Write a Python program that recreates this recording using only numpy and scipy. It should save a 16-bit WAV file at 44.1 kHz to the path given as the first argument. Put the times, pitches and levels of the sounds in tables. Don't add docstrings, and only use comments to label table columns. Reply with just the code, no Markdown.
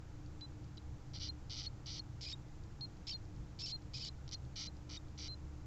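import sys
import numpy as np
from scipy import signal
from scipy.fft import rfft, irfft, next_fast_len
from scipy.io import wavfile
from scipy.ndimage import uniform_filter1d, map_coordinates

SR = 44100
rng = np.random.default_rng(int(sys.argv[2]) if len(sys.argv) > 2 else 0)


def put_to_file(sound):
    columns = np.atleast_2d(sound).T
    safe = np.clip(columns, -1, 1)
    whole_steps = np.round(safe * 32767)
    wavfile.write(sys.argv[1], SR, whole_steps.astype(np.int16))


N = 249606

# start in seconds, end in seconds, top pitch in Hz,
# how much lower both ends are in Hz, level in dB.
WHISTLES = [ (0.415, 0.463, 4046, 60, -51), (0.78, .789, 4000, 30, -52), (1.289, 1.309, 4214, 50, -42.5),
            (1.666, 1.684, 4320, 35, -41.5), (1.995, 2.008, 4310, 20, -41.5),
            (2.33, 2.347, 3770, 63, -46.5), (2.813, 2.86, 4267, 135, -44.5),
            (3.143, 3.167, 4196, 40, -42.5), (3.721, 3.767, 4230, 190, -42.5),
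            (4.088, 4.098, 4120, 40, -46), (4.347, 4.360, 4205, 23, -43.5), (4.674, 4.694, 4117, 30, -49),
            (4.973, 4.984, 3730, 29, -48.5), (5.284, 5.35, 4130, 81, -48.5), ]
# frequency in Hz, level in dB.
RELAXED_THROAT = [(1050, -28.5), (1320, -8.5), (1650, -27), (1950, -9.5), (2400, -7), (2700, -16.5),
                  (2960, -1.5), (3550, -6), (4850, 0.5), (5170, -5), (5650, 3), (6350, -3), (6750, -11),
                  (7800, -12)]
STRAINED_THROAT = [(1000, -32.5), (1700, -17), (2350, -3), (2750, -16), (2950, -4), (3500, -7.5),
                   (4750, -0.5), (5100, -1.5), (5380, 0), (5650, -3.5), (6100, -7.5), (6850, -0.5),
                   (7150, -5.5), (7500, -5)]


def amp(db):
    return 10 ** (np.asarray(db) / 20)


def unit(x):
    return x / np.sqrt(np.mean(x ** 2) + 1e-20)


def along(points, hz):
    frequencies, values = np.transpose(points)
    return np.interp(np.log(hz + 1), np.log(frequencies + 1), values)


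def wobble(rate):
    return map_coordinates(rng.standard_normal(N // 8), [np.arange(N) * rate / SR], mode="wrap")


def gate(t, start, end, rise, fall):
    return np.sin(np.pi / 2 * np.clip(np.minimum((t - start) / rise, (end - t) / fall), 0, 1)) ** 2


def filtered(x, response):
    size = next_fast_len(N + SR // 2)
    return irfft(rfft(x, size) * response(np.fft.rfftfreq(size, 1 / SR)), size)[..., :N]


def noise(spectrum):
    return unit(filtered(rng.standard_normal(N), lambda hz: amp(along(spectrum, hz))))


def ring(spectrum, size=1024):
    cepstrum = irfft(np.log(amp(along(spectrum, np.fft.rfftfreq(size, 1 / SR)))))
    cepstrum[1:size // 2] *= 2
    cepstrum[size // 2 + 1:] = 0
    response = irfft(np.exp(rfft(cepstrum)))
    return response / np.linalg.norm(response)


def drone(hz, waver, rate):
    swing = 1 - waver + waver * (wobble(rate) + 1j * wobble(rate))
    return unit(np.real(swing * np.exp(2j * np.pi * hz * np.arange(N) / SR)))


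def appliance_hum():
    # pitch in Hz, level in dB, amount of waver from 0 to 1, wavers per second.
    tones = [(60.2, -62, .6, 9), (72.1, -55, .42, 10), (100.1, -58.5, 0.33, 12), (126, -57, .95, 26),
             (300, -65, .35, 9), (811, -82, 1, 20)]
    # pitch that swells in Hz, time in seconds, half length in seconds, rise in dB.
    swell_shape = (100, 1.42, .24, 6)
    swell_hz, at, half, rise_db = swell_shape
    swell_db = rise_db * np.exp(-((np.arange(N) / SR - at) / half) ** 2)
    return sum(amp(db + swell_db * (abs(hz - swell_hz) < 10)) * drone(hz, waver, rate)
               for hz, db, waver, rate in tones)


def bump():
    # time in seconds, half length in seconds, level in dB.
    shape = (3.39, 0.047, -48)
    # frequency in Hz, relative level in dB.
    colour = [(25, -12), (58, -2.5), (90, -11), (220, -19), (400, -47), (1000, -100)]
    at, half, db = shape
    return amp(db) * np.exp(-((np.arange(N) / SR - at) / half) ** 2) * noise(colour)


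def room_noise(rumble_db=-53.5, air_db=-65):
    # frequency in Hz, relative level in dB.
    rumble = [(6, -4), (18, 3), (26, .5), (55, -5), (90, -12), (140, -4), (190, -9), (260, -19), (290, -12),
              (320, -12.5), (370, -21), (480, -35.5), (800, -80)]
    air = [(210, -36), (350, -3), (389, -10.5), (455, -2.5), (539, -6.5), (591, -8), (841, -8), (1180, -12),
           (1350, -11.5), (1730, -16), (3200, -21.5), (6930, -21.5), (8000, -25.5), (10400, -63),
           (17600, -120)]
    return amp(rumble_db) * noise(rumble) + amp(air_db) * noise(air)


def cage_echo(x, fade_s=.06, echo_db=-21):
    t = np.arange(SR // 5) / SR
    tail = rng.standard_normal(len(t)) * amp(-60 * t / fade_s)
    return amp(echo_db) * signal.fftconvolve(x, tail / np.linalg.norm(tail))[:N]


def mouth_clicks(fade_s=.02, fold_hz=4500, decay_s=.00025):
    # time in seconds, peak level in dB.
    clicks = [(0.2616, -52), (0.6432, -54), (0.7747, -55), (1.1804, -45), (1.186, -42.5), (1.861, -43),
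              (2.6374, -52.5), (2.9691, -55.5), (3.2535, -56), (3.363, -58), (3.8211, -56.5),
              (4.2788, -41.5), (4.2911, -40), (4.3136, -38.5), (4.451, -55), (4.562, -42), (4.7686, -53.5),
              (5.0842, -57)]
    out, t = np.zeros(N + SR), np.arange(SR // 50) / SR
    snap = np.convolve(np.exp(-t / decay_s) * np.sin(2 * np.pi * fold_hz * t), ring(RELAXED_THROAT))
    for at, db in clicks:
        tail = .11 * amp(-60 * t / fade_s) * rng.standard_normal(len(t))
        click = np.convolve((t == 0) + tail, snap)
        out[round(at * SR):][:len(click)] += amp(db) * click / np.abs(click).max()
    return out[:N]


def whistles(sag_db=3.0, fall_s=.011, lean=.86):
    # frequency in Hz, level against the main tone in dB.
    octave = [(7500, -17.5), (8100, -33), (8600, -32.5)]
    t, out = np.arange(N) / SR, np.zeros(N)
    drift_hz, shimmer_db = 12 * wobble(110), .5 * wobble(90)
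    for start, end, hz, arch_hz, db in WHISTLES:
        span = (t > start - .002) & (t < end + .002)
        arch = 2 * np.linspace(0, 1, span.sum()) ** lean - 1
        phase = 2 * np.pi * np.cumsum(hz - arch_hz * arch ** 2 + drift_hz[span]) / SR
        edges = gate(t[span], start - .002, end + .002, .003, fall_s)
        level = amp(db + shimmer_db[span] - sag_db * np.maximum(arch, 0)) * edges
        out[span] += np.sqrt(2) * level * (np.sin(phase) + amp(along(octave, 2 * hz)) * np.sin(2 * phase))
    return out


def breath(attack_db=4, attack_s=.005, close_db=4, close_s=.011, brighten=.7):
    # start, crest and end in seconds, then crest level, swell up to the crest,
    # treble and mouth opening in dB.
    pushes = [ (0.411, .411, .412, -52.5, 0.5, -10, 0.5), (.773, 0.778, .777, -54.5, 1, -12, -4),
              (1.136, 1.164, 1.175, -50, 3, -11.5, 2), (1.197, 1.232, 1.287, -45.3, 6, -9, 1.5),
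              (1.498, 1.515, 1.552, -48, 1.5, -7, 1.5), (1.556, 1.596, 1.621, -45.8, 4, -5.5, 1.5),
              (1.623, 1.656, 1.663, -49.5, 1.5, -4, 1.5), (1.86, 1.896, 1.997, -48.8, 1.5, -6.5, 2),
              (2.211, 2.301, 2.344, -47.5, 1.5, -7, 0.5), (2.81, 2.812, 2.81, -45, 1, -14, -10),
              (3.07, 3.1, 3.139, -43.5, 3, -4.5, -1), (3.59, 3.645, 3.724, -44.2, 4.5, -5, -4),
              (3.936, 3.947, 3.99, -44.5, 6, -4.5, -1.5), (3.993, 4.028, 4.1, -45, 4.5, -6, -3),
              (4.321, 4.331, 4.36, -45.5, 2, -2, 2.5), (4.559, 4.615, 4.643, -45.8, 2, -3, 6),
              (4.646, 4.662, 4.673, -49, 1.5, -3, 5.5), (4.894, 4.955, 4.975, -51, 2, -3.5, 7.5),
              (5.178, 5.244, 5.28, -49.5, 2, -5, 6.5), ]
    t, rows = np.arange(N) / SR, np.array(pushes)
    current = np.maximum(np.searchsorted(rows[:, 0] - .001, t) - 1, 0)
    start, crest, end, peak_db, swell_db, treble_db, opening_db = rows[current].T
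    before_crest = (crest - t) / np.maximum(crest - start, .001)
    after_crest = (t - crest) / np.maximum(end - crest, .001)
    slack_db = swell_db * np.minimum(np.maximum(before_crest, after_crest), 1)
    slack_db += attack_db * np.exp(-np.maximum(t - start, 0) / attack_s)
    closing_db = close_db * np.exp(-np.maximum(end - t, 0) / close_s)
    sounding = gate(t, start - .001, end + .004, .0006, .002)
    settled = sum(gate(t, on - .002, off + .01, .004, .001) for on, off, *_ in WHISTLES)
    drive = sounding * np.sqrt(np.clip(1 - settled, 0, 1)) * amp(peak_db - slack_db)
    return drive, treble_db - brighten * slack_db - closing_db, opening_db


def fold_snaps(drive, per_second=850, full_db=-47, size_db=1.45, fold_hz=4500, spread=.14):
    t = np.arange(N) / SR
    push = np.clip(drive / amp(full_db), .4, 1.3)
    bunching = np.exp(.45 * wobble(900) + .9 * np.maximum(1 - push, 0) * wobble(350))
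    onset = np.diff((drive > 0) * 1, prepend=0) > 0
    opening_snap = np.roll(onset, SR // 2000)
    count = np.cumsum(per_second * push * bunching / SR + opening_snap).astype(int)
    age = t - t[np.searchsorted(count, count)]
    pitch, size = rng.standard_normal((2, N))[:, count]
    hz = fold_hz * np.exp(spread * pitch)
    decay_s = .00025 * (.5 + push)
    return amp(size_db * size) * np.exp(-age / decay_s) * np.sin(2 * np.pi * hz * age)


def throat(folds, treble_db, opening_db, treble_hz=5500, neutral_db=-6.0, low_hz=2700):
    strain = (2.1, 4.2)
    t = np.arange(N) / SR
    relaxed = signal.fftconvolve(folds, ring(RELAXED_THROAT))[:N]
    strained = signal.fftconvolve(folds, ring(STRAINED_THROAT))[:N]
    voice = np.where((t > strain[0]) & (t < strain[1]), strained, relaxed)
    treble = filtered(voice, lambda hz: 1 / (1 + (treble_hz / (hz + 1)) ** 20))
    low = filtered(voice, lambda hz: 1 / (1 + (hz / low_hz) ** 20))
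    voice = voice + (amp(treble_db - neutral_db) - 1) * treble + (amp(opening_db) - 1) * low
    return voice / np.sqrt(np.abs(uniform_filter1d(voice ** 2, size=500)) + 1e-12)


def squeals(undertone_db=-2, jitter=.014):
    # start and end in seconds, first and last pitch in Hz, share of tone (held to 0.4-0.95).
    locks = [ (2.243, 2.245, 4197, 4253, 0.7), (2.261, 2.281, 4900, 4846, .65),
             (2.29, 2.297, 5230, 5250, .75), (2.308, 2.311, 5280, 5100, .85),
             (2.81, 2.815, 4430, 3950, 0.8), (3.087, 3.093, 5098, 5400, 0.87),
             (3.099, 3.111, 5300, 5490, .82), (3.114, 3.125, 4760, 4580, .88),
             (3.127, 3.144, 4470, 4300, 0.74), (3.623, 3.649, 5300, 5430, .72),
             (3.65, 3.657, 5375, 5400, .95), (3.668, 3.682, 4500, 4560, .5),
             (3.685, 3.688, 5350, 5460, .95), (3.944, 3.965, 4850, 5230, .55),
             (4.002, 4.025, 4940, 5300, .3), (4.028, 4.047, 4610, 4480, 0.57), ]
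    # lowest pitch in Hz, swings in the pattern.
    patterns = [(4780, 2), (4440, 3), (0, 7)]
    t, tone, locked = np.arange(N) / SR, np.zeros(N), np.zeros(N)
    tremor, flutter = 1 + jitter * wobble(600), amp(1.3 * wobble(400))
    for start, end, from_hz, to_hz, share in locks:
        span = (t > start - .0015) & (t < end + .0015)
        lock = np.clip(share, .4, .95) * gate(t[span], start - .0015, end + .0015, .002, .002)
        hz = np.interp(t[span], [start, end], [from_hz, to_hz]) * tremor[span]
        phase = 2 * np.pi * np.cumsum(hz) / SR
        middle_hz = (from_hz + to_hz) / 2
        ratio = 1 - 1 / next(swings for lowest, swings in patterns if middle_hz > lowest)
        undertone = amp(undertone_db + along(STRAINED_THROAT, ratio * middle_hz))
        tone[span] += np.sqrt(2 * lock) * (np.sin(phase) + undertone * np.sin(ratio * phase))
        locked[span] += lock
    return flutter * tone, locked


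def rasps(swing_limit=4.0):
    drive, treble_db, opening_db = breath()
    squeal, locked = squeals()
    rough = throat(fold_snaps(drive), treble_db, opening_db)
    swing = np.abs(signal.hilbert(rough, next_fast_len(N))[:N])
    rough = rough / (1 + (swing / swing_limit) ** 4) ** .25
    unlocked = np.clip(1 - locked, 0, 1) ** .85
    return drive * (unlocked * unit(rough) + squeal)


def scene():
    pups = rasps() + whistles() + mouth_clicks()
    mix = pups + cage_echo(pups) + appliance_hum() + bump() + room_noise()
    return np.tile(mix, (2, 1))


def record(dry, hiss_db=-89, top_hz=15460):
    # frequency in Hz, gain in dB.
    microphone = [(7600, -0.5), (8000, -10), (8400, -19.5), (9200, -56)]
    heard = filtered(dry, lambda hz: amp(along(microphone, hz))) + amp(hiss_db) * rng.standard_normal(N)
    return filtered(heard, lambda hz: hz < top_hz)


dry = scene()
out = record(dry)
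put_to_file(out)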